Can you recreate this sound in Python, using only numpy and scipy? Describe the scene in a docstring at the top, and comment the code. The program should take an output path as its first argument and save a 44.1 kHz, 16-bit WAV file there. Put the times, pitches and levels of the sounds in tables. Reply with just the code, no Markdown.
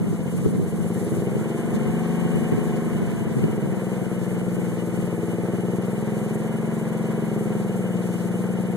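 """Golf cart towing a sled

A single-cylinder golf cart tows a sled over snow, heard from its back, with the snow hissing and cracking.
Snow, rushing gas and a low rumble are shaped noise; dull thumps of wind or handling are ringing clicks.
The engine clatters with clicks and noise, and the drive belt is noise that swishes once a cycle.
Every cycle, clicks for an exhaust pop and a gulp of air ring in the pipes and the engine bay."""
import sys
import numpy as np
from scipy import signal
from scipy.fft import rfft, irfft
from scipy.io import wavfile
from scipy.ndimage import map_coordinates

SR = 44100
rng = np.random.default_rng(int(sys.argv[2]) if len(sys.argv) > 2 else 0)


def pcm_store(signal):
    """Save signal as 16-bit PCM."""
    levels = np.round(np.clip(np.atleast_2d(signal), -1, 1) * 32767)
    wavfile.write(sys.argv[1], SR, levels.astype(np.int16).T)


N = 386316
TIME = np.arange(N) / SR
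BINS = np.maximum(np.arange(N // 2 + 1) * SR / N, 1)  # Hz

# Snow hiss spectrum: f/Hz, relative mid level/dB, relative side level/dB
SNOW_SPECTRUM = [(1530, -57, -1), (3150, -1.5, -1), (3930, -1.5, -2), (5070, -3, -4), (6430, 3, 4.5),
                 (7820, 7.5, 5.5), (9200, 4, 5.5), (11000, 4.5, 2), (12700, -2, 2), (14400, 0, -4.5)]
# Tyres break through crusted snow: t/s, half length/s, level over the plain hiss/dB
CRUNCHES = [(0.375, 0.082, 3.5), (0.965, 0.088, 1.5), (1.18, 0.045, 5), (1.756, 0.014, 6), (2.19, 0.89, 2),
            (4.65, 0.36, 1.5), (8.123, 0.16, 2.5)]
# Low rumble of wind or handling, in bursts until about 4.8 s, then quiet but for one burst near 8 s:
# t/s, base level/dB
RUMBLE_LEVEL = [(0, -24.5), (.25, -32), (.48, -23), (.8, -30), (1.15, -29), (1.3, -32), (1.68, -34),
                (1.82, -27), (2.04, -33), (2.38, -26.5), (2.72, -30.5), (3.0, -25.5), (3.6, -28),
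                (3.82, -36), (4.7, -35), (4.9, -38), (7.85, -53), (7.97, -39), (8.15, -46), (8.76, -42)]
# Rumble spectrum: f/Hz, relative mid level/dB, relative side level/dB
RUMBLE_SPECTRUM = [(20, -60, -30), (45.4, -56, -34), (85, -26, -9.5), (148, -12, -7.5), (201, -14, -7),
                   (282, -22, -14), (450, -22, -33), (774, -61, -48), (2000, -73, -72)]
# Dull thumps of wind or handling: t/s, relative level/dB, hardness (extra level in the top resonance)/dB
THUMPS = [(0.041, -15, -7), (.459, -9.5, 3.5), (.508, -17, -15), (.547, -19, 1), (.693, -24, -19),
          (1.12, -26, -12), (1.355, -9, -16), (1.741, -14, -5), (1.809, -18, -8), (1.863, -15, -10),
          (1.907, -18, -15), (2.252, -13, -21), (2.359, -12, -7), (2.522, -5.5, -17), (2.58, -15, 4),
          (2.966, -22, -16), (3.018, -12, -4), (3.308, -23, -15), (3.441, -9, 0), (3.658, -12, -14),
          (3.731, -21, -18), (3.926, -26, -12), (4.019, -24, 5), (4.064, -21, -13), (4.211, -26, -15),
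          (4.345, -20, -14), (4.416, -15, -14), (4.546, -18, -11), (4.586, -20, 3), (4.697, -32, -17),
          (4.74, -27, 0)]
# Resonances of the thumps: f/Hz, width/Hz, relative left level/dB, relative right level/dB
THUMP_MODES = [(121, 89, 0, -7), (183, 85, -1.5, -1), (360, 54, 5, -3.5)]
# Belt swish, strongest while the cart picks up speed: t/s, level/dB
BELT_SLIP = [(0, -60), (.3, -55), (.38, -52.5), (1.05, -47.5), (1.35, -55.5), (1.8, -53.5), (3.3, -55.5),
             (7.7, -54), (8.2, -54), (8.76, -55)]
# Belt spectrum: f/Hz, relative mid level/dB, relative side level/dB
BELT_SPECTRUM = [(3140, -14, -24), (5300, -16, -15), (7100, -7, -4), (9150, -7.5, -8), (10270, 7, 10),
                 (10240, -6.5, -6), (12200, -8.5, -12), (14000, -12.5, -10)]
# Knocks of piston and valves: angle/cycles, level over a gear contact/dB
KNOCKS = [(.05, -4), (.45, -3), (.69, 2.5), (.89, 2)]
# Clatter spectrum: f/Hz, relative mid level/dB, relative side level/dB
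CLATTER_SPECTRUM = [(193, -19, -29), (254, 3.5, -21), (322, 5.5, 3), (502, 12, -1.5), (614, -1.5, 2.5),
                    (685, 4, -2.5), (800, 1.5, -8), (1067, -1.5, -12), (1184, -6.5, -17.5),
                    (1700, -11, -9.5), (2267, -11, -10), (2870, -47, -25), (2925, -9.5, -3),
                    (2990, -21.5, -15.5), (5230, -38.5, -41)]
# Engine speed: t/s, firing rate/Hz
ENGINE_SPEED = [(0.0, 16.54), (0.26, 14.878), (0.38, 14.627), (0.62, 15.138), (0.92, 17.682),
                (1.04, 18.645), (1.58, 23.07), (1.94, 24.476), (2.3, 24.991), (2.72, 24.274), (2.9, 23.482),
                (3.2, 22.687), (3.26, 22.182), (3.74, 20.468), (3.92, 20.507), (4.04, 20.111),
                (4.46, 19.823), (4.7, 19.54), (5.0, 19.655), (5.06, 19.966), (5.18, 19.131), (5.24, 19.546),
                (5.36, 19.462), (5.48, 20.117), (5.72, 20.005), (5.84, 20.348), (6.02, 21.223),
                (6.26, 21.111), (6.32, 21.549), (6.74, 22.032), (6.92, 21.881), (7.22, 22.044),
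                (7.34, 21.282), (7.64, 20.922), (7.94, 19.958), (8.06, 20.258), (8.12, 19.69),
                (8.42, 20.307), (8.66, 20.356), (8.76, 20.206)]
# Strength of the two strokes (the pop follows the throttle):
# t/s, relative exhaust pop level/dB, relative intake gulp level/dB
THROTTLE = [(0, 0.5, 4.5), (.65, 0, 2), (1.05, 4.5, 3.5), (1.55, 3, 0.5), (1.95, -4, 7.5), (2.8, 1, 2.5),
            (3.3, -3, 1), (3.6, 1.5, 2), (4.5, 1.5, 5.5), (5.4, 4.5, 3), (6.1, 3, 4), (7.2, 2.5, 5.5),
            (8.76, 0.5, 6)]
# Under load the exhaust barks: t/s, extra level of the resonances above BARK_HZ/dB
BARK = [(0, -2), (.7, 0), (1.15, 2), (1.5, 2.5), (1.9, 0.5), (3.1, 0), (3.55, 3), (4.3, 0.5), (5.25, 2),
        (6.2, 0.5), (7.0, 1), (7.35, 3), (8.0, 1), (8.76, 1.5)]
# Pipe and engine bay resonances; a negative gain swings the opposite way:
# f/Hz, width/Hz, pop gain left, pop gain right, gulp gain left, gulp gain right
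BAY_MODES = [(126.7, 98, -0.79, -0.47, 0.22, 0.31), (166.9, 14, -0.81, 0.36, -1.66, -1.1),
             (177.6, 23.2, -0.22, 0.71, 5, 3), (188, 12, 0.051, 0.84, -1.4, -3.5),
             (208.3, 18.6, -0.72, -1.3, 1.04, 1.61), (231.1, 45, 1.8, 1.79, -1, -1),
             (337.2, 24.5, 1.53, 1.4, -0.44, 0), (400, 21.3, 1.03, 1.29, -0.17, 0),
             (462.8, 12.8, -0.1, 0.16, 0.02, 0.24), (495.7, 17, -.02, -0.19, 0.4, 0.38),
             (680.3, 25, 0.56, 0.53, 0.34, 0.14)]
# Stereo widening: f/Hz, share of the other channel taken away
CROSSFEED = [(800, 0.0031), (2400, 1), (3000, 1), (5200, 0.46), (7800, 0.24), (13000, 0.059)]

# Snow hiss: base level, how far it wanders, and fresh random targets per second
SNOW_DB, SNOW_WANDER_DB, SNOW_WANDERS_PER_S = -50, 0.5, 7
# Cracking crust: level at cruising speed, grains per second over all pitches,
# pitch divided by resonance width, and slope over pitch
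GRIT_DB, GRITS_PER_S, GRIT_SHARPNESS, GRIT_DB_PER_OCTAVE = -51, 420, 35, -3.5
# Each thump brings a decaying rumble: level relative to the thump, and decay time
AFTER_RUMBLE_DB, AFTER_RUMBLE_S = -17, 0.055
# Firings per second at cruising speed; slopes "per Hz" count from here
CRUISE_HZ = 20
# Place in the engine cycle at the start
START_CYCLE = -.009
# The engine runs a little ahead or behind: how far, and fresh random targets per second
WAVER_CYCLES, WAVERS_PER_S = .002, 7
CLATTER_DB, CLATTER_DB_PER_HZ = -36.5, 0.19
# Rush of exhaust gas: base level, swing over a cycle, and the tailpipe resonance
PUFF_DB, PUFF_SWING_DB, PUFF_HZ, PUFF_WIDTH_HZ = -43, 0.5, 450, 183
# Base level of both strokes, and the random spread of the pops
STROKE_DB, FIRING_SPREAD_DB = 19.5, 0.96
# Angles in cycles at cruising speed; the advance in cycles per Hz brings strokes earlier at higher speed
POP_ANGLE, POP_ADVANCE, GULP_ANGLE, GULP_ADVANCE = .001, .0059, .2714, .008
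# Part of each stroke arrives straight, without ringing: gains
DIRECT_POP, DIRECT_GULP = -.2, 0.05
# The exhaust port takes a moment to open: the strokes are softened above this
PORT_HZ = 592
# Hotter gas at higher speed raises the resonances: power of the speed
HEAT_POWER = 0.097
BARK_HZ = 300
CROSSFEED_S, CUTOFF_HZ = .000385, 14050


def from_db(db):
    """Turn decibels into gain."""
    return 10 ** (np.asarray(db) / 20)


def rms_one(x):
    """Scale to an average strength (rms) of one."""
    return x / np.sqrt(np.mean(x ** 2) + 1e-20)


def in_time(rows):
    """Draw one curve over time for each table column after the first."""
    s, *columns = np.transpose(rows)
    return [np.interp(TIME, s, column) for column in columns]


def in_hz(rows):
    """Draw one curve over pitch for each table column after the first."""
    hz, *columns = np.transpose(rows)
    return [np.interp(np.log(BINS), np.log(hz), column) for column in columns]


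def cut(x, hz, kind, order=2):
    """Keep what lies below (low) or above (high) a frequency."""
    sections = signal.butter(order, hz, kind, fs=SR, output="sos")
    return signal.sosfilt(sections, x + 1e-18)


def drift(rate):
    """Wander smoothly between random targets, rate of them per second, with a spread of one."""
    targets = rng.standard_normal(400)
    return rms_one(map_coordinates(targets, [TIME * rate], order=2, mode="wrap"))


def clicks(times, heights):
    """Place single-sample clicks at the given moments."""
    out = np.zeros(N)
    inside = (times >= 0) & (times < TIME[-1])
    np.add.at(out, (times[inside] * SR).astype(int), heights[inside])
    return out


def resonate(x, hz, width_hz):
    """Ring at a fixed pitch, with a gain of one at the peak."""
    r = np.exp(-np.pi * width_hz / SR)
    feed = np.array([1, 0, -1]) * (1 - r * r) / 2
    feedback = [1, -2 * r * np.cos(2 * np.pi * hz / SR), r * r]
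    return signal.lfilter(feed, feedback, x + 1e-18)


def ring(x, modes):
    """Add resonances side by side, each with its own left and right level."""
    return sum(resonate(x, hz, width) * from_db([[left], [right]])
               for hz, width, left, right in modes)


def pipe(x, hz, width_hz):
    """Ring on from stroke to stroke while the pitch moves, with a gain of one at the peak."""
    turn = np.exp(2j * np.pi * np.cumsum(hz) / SR)
    r = np.exp(-np.pi * width_hz / SR)
    # shift the pitch down to zero, smooth there, then shift back up
    smooth = signal.lfilter([1 - r], [1, -r], x * turn.conj() + 1e-18)
    return 2 * np.real(turn * smooth)


def colour(pair, spectrum):
    """Shape two signals into mid and side, and give left and right with a joint rms of one."""
    mid, side = irfft(rfft(pair) * from_db(in_hz(spectrum)), N)
    return rms_one(np.array([mid + side, mid - side]))


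def each_cycle(cycles, angle, spread_db, jitter_s):
    """Click whenever the engine passes an angle (in cycles), with random strength and timing."""
    times = np.interp(np.arange(200) + angle, cycles, TIME, left=-1, right=-1)
    size, late = rng.standard_normal((len(times), 2)).T
    return clicks(times + jitter_s * late, from_db(spread_db * size))


def rumble_and_thumps():
    """Wind or handling rumbles and thumps at the microphones; each thump brings a decaying rumble."""
    rumble_db, = in_time(RUMBLE_LEVEL)
    times, level_db, hard_db = np.transpose(THUMPS)
    hits = clicks(times, from_db(level_db))
    hard_hits = clicks(times, from_db(level_db + hard_db))
    decays = signal.lfilter([1], [1, -np.exp(-1 / (AFTER_RUMBLE_S * SR))], hits)
    strength = np.hypot(from_db(rumble_db), from_db(AFTER_RUMBLE_DB) * decays)
    rumble = colour(rng.standard_normal((2, N)), RUMBLE_SPECTRUM) * strength
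    rumble = rumble * from_db(3.16 * drift(rate=40))
    thumps = (ring(hits, THUMP_MODES[:2]) + ring(hard_hits, THUMP_MODES[2:])) * from_db(36.5)
    left, right = cut(thumps, hz=493, kind="low", order=4)
    # a thump swings opposite ways in left and right
    return rumble + cut(np.array([-left, right]), hz=70, kind="high")


def snow():
    """Tyres and sled crush countless grains; coarse and fine noise come in patches of their own."""
    coarse, fine = (colour(rng.standard_normal((2, N)) * from_db(3.0 * rng.standard_normal(N)), SNOW_SPECTRUM)
                    for _ in range(2))
    coarse = cut(coarse, hz=5900, kind="low", order=3)
    fine = cut(fine, hz=5600, kind="high", order=3)
    return coarse * from_db(2.0 * drift(rate=38)) + fine * from_db(1.54 * drift(rate=43))


def grit(count=16):
    """Bits of icy crust crack under the tyres; each rings briefly at one of several pitches."""
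    out = 0
    for hz in np.geomspace(750, 2100, count):
        size = from_db(2.5 * np.minimum(rng.exponential(1, N), 3))
        cracks = size * (rng.random(N) < GRITS_PER_S / count / SR)
        ringing = rms_one(resonate(cracks, hz, hz / GRIT_SHARPNESS))
        out = out + ringing * from_db(GRIT_DB_PER_OCTAVE * np.log2(hz))
    return rms_one(out)


def belt(cycles):
    """The belt slips and swishes once a cycle, while the piston slows against compression."""
    slip = from_db(6.0 * np.cos(2 * np.pi * (cycles - .76)) + 1.6 * drift(rate=30))
    return colour(rng.standard_normal((2, N)) * slip, BELT_SPECTRUM)


def clatter(cycles, over_hz, count=32):
    """Parts knock at set angles, more clearly at high speed, over a rush swelling twice a cycle."""
    angles = (np.arange(count) + rng.random((2, count))) / count
    gears = np.array([
        sum(rng.choice([-1, 1]) * each_cycle(cycles, angle, spread_db=2.0, jitter_s=.00004) for angle in row)
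        for row in angles])
    knocks = sum(from_db(db) * each_cycle(cycles, angle, spread_db=3.5, jitter_s=.00004)
                 for angle, db in KNOCKS)
    # the first signal becomes the mid, the second the side
    contacts = rms_one(np.array([gears[0] + knocks, gears[1]])) * from_db(2.5 + .6 * over_hz)
    swell_db = 0.88 * np.cos(4 * np.pi * (cycles - .02)) + 2.0 * drift(rate=36)
    rush = rng.standard_normal((2, N)) * from_db(swell_db)
    return colour(contacts + rush, CLATTER_SPECTRUM)


def puffs(cycles):
    """Turbulent gas rushes through the tailpipe, follows the throttle and swells slightly each cycle."""
    throttle_db, _ = in_time(THROTTLE)
    gas = rng.standard_normal(N) * from_db(PUFF_SWING_DB * np.cos(2 * np.pi * (cycles - .08)))
    for _ in range(2):
        gas = resonate(gas, PUFF_HZ, PUFF_WIDTH_HZ)
    return rms_one(gas) * from_db(PUFF_DB + 0.91 * throttle_db)


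def strokes(cycles, over_hz):
    """Pop and gulp, over a quarter cycle apart, ring the same resonances, which rise with speed."""
    pop_db, gulp_db = in_time(THROTTLE)
    pop = each_cycle(cycles + POP_ADVANCE * over_hz, POP_ANGLE, spread_db=FIRING_SPREAD_DB, jitter_s=.00005)
    gulp = each_cycle(cycles + GULP_ADVANCE * over_hz, GULP_ANGLE, spread_db=0.85, jitter_s=.00005)
    # the exhaust valve cracks open a moment before the pop
    leak = each_cycle(cycles, angle=.84, spread_db=2.5, jitter_s=0.00027) * from_db(-14)
    pop = (leak + pop) * from_db(STROKE_DB + pop_db)
    gulp = gulp * from_db(STROKE_DB + gulp_db)
    heat = (1 + over_hz / CRUISE_HZ) ** HEAT_POWER
    bark = from_db(in_time(BARK)[0])
    out = DIRECT_POP * pop + DIRECT_GULP * gulp
    for hz, width, pop_left, pop_right, gulp_left, gulp_right in BAY_MODES:
        push = np.outer([pop_left, pop_right], pop) + np.outer([gulp_left, gulp_right], gulp)
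        gain = bark if hz > BARK_HZ else 1
        out = out + gain * pipe(push, hz * heat, width)
    out = cut(out, hz=PORT_HZ, kind="low", order=4)
    return cut(out, hz=95, kind="high", order=4)


def scene():
    """Engine sounds follow the count of its cycles; the snow swells at each crunch."""
    speed, = in_time(ENGINE_SPEED)
    cycles = START_CYCLE + np.cumsum(speed) / SR + WAVER_CYCLES * drift(WAVERS_PER_S)
    over_hz = speed - CRUISE_HZ

    crunch_db = sum(db * np.exp(-((TIME - s) / half) ** 2) for s, half, db in CRUNCHES)
    snow_db = SNOW_DB + crunch_db + SNOW_WANDER_DB * drift(SNOW_WANDERS_PER_S)
    ground = from_db(snow_db) * snow() + from_db(GRIT_DB + .5 * over_hz) * grit()

    belt_db, = in_time(BELT_SLIP)
    clatter_db = CLATTER_DB + CLATTER_DB_PER_HZ * over_hz
    machinery = from_db(belt_db) * belt(cycles) + from_db(clatter_db) * clatter(cycles, over_hz)
    return rumble_and_thumps() + ground + machinery + puffs(cycles) + strokes(cycles, over_hz)


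def record(dry):
    """Widen the treble by taking the delayed other channel from each, then cut the top."""
    share, = in_hz(CROSSFEED)
    spectrum = rfft(dry)
    delay = np.exp(-2j * np.pi * BINS * CROSSFEED_S)
    wide = irfft(spectrum - np.clip(share, 0, 1) * delay * spectrum[::-1], N)
    top_cut = signal.ellip(12, .1, 80, CUTOFF_HZ, fs=SR, output="sos")
    return signal.sosfilt(top_cut, wide)


dry = scene()
out = record(dry)
pcm_store(out)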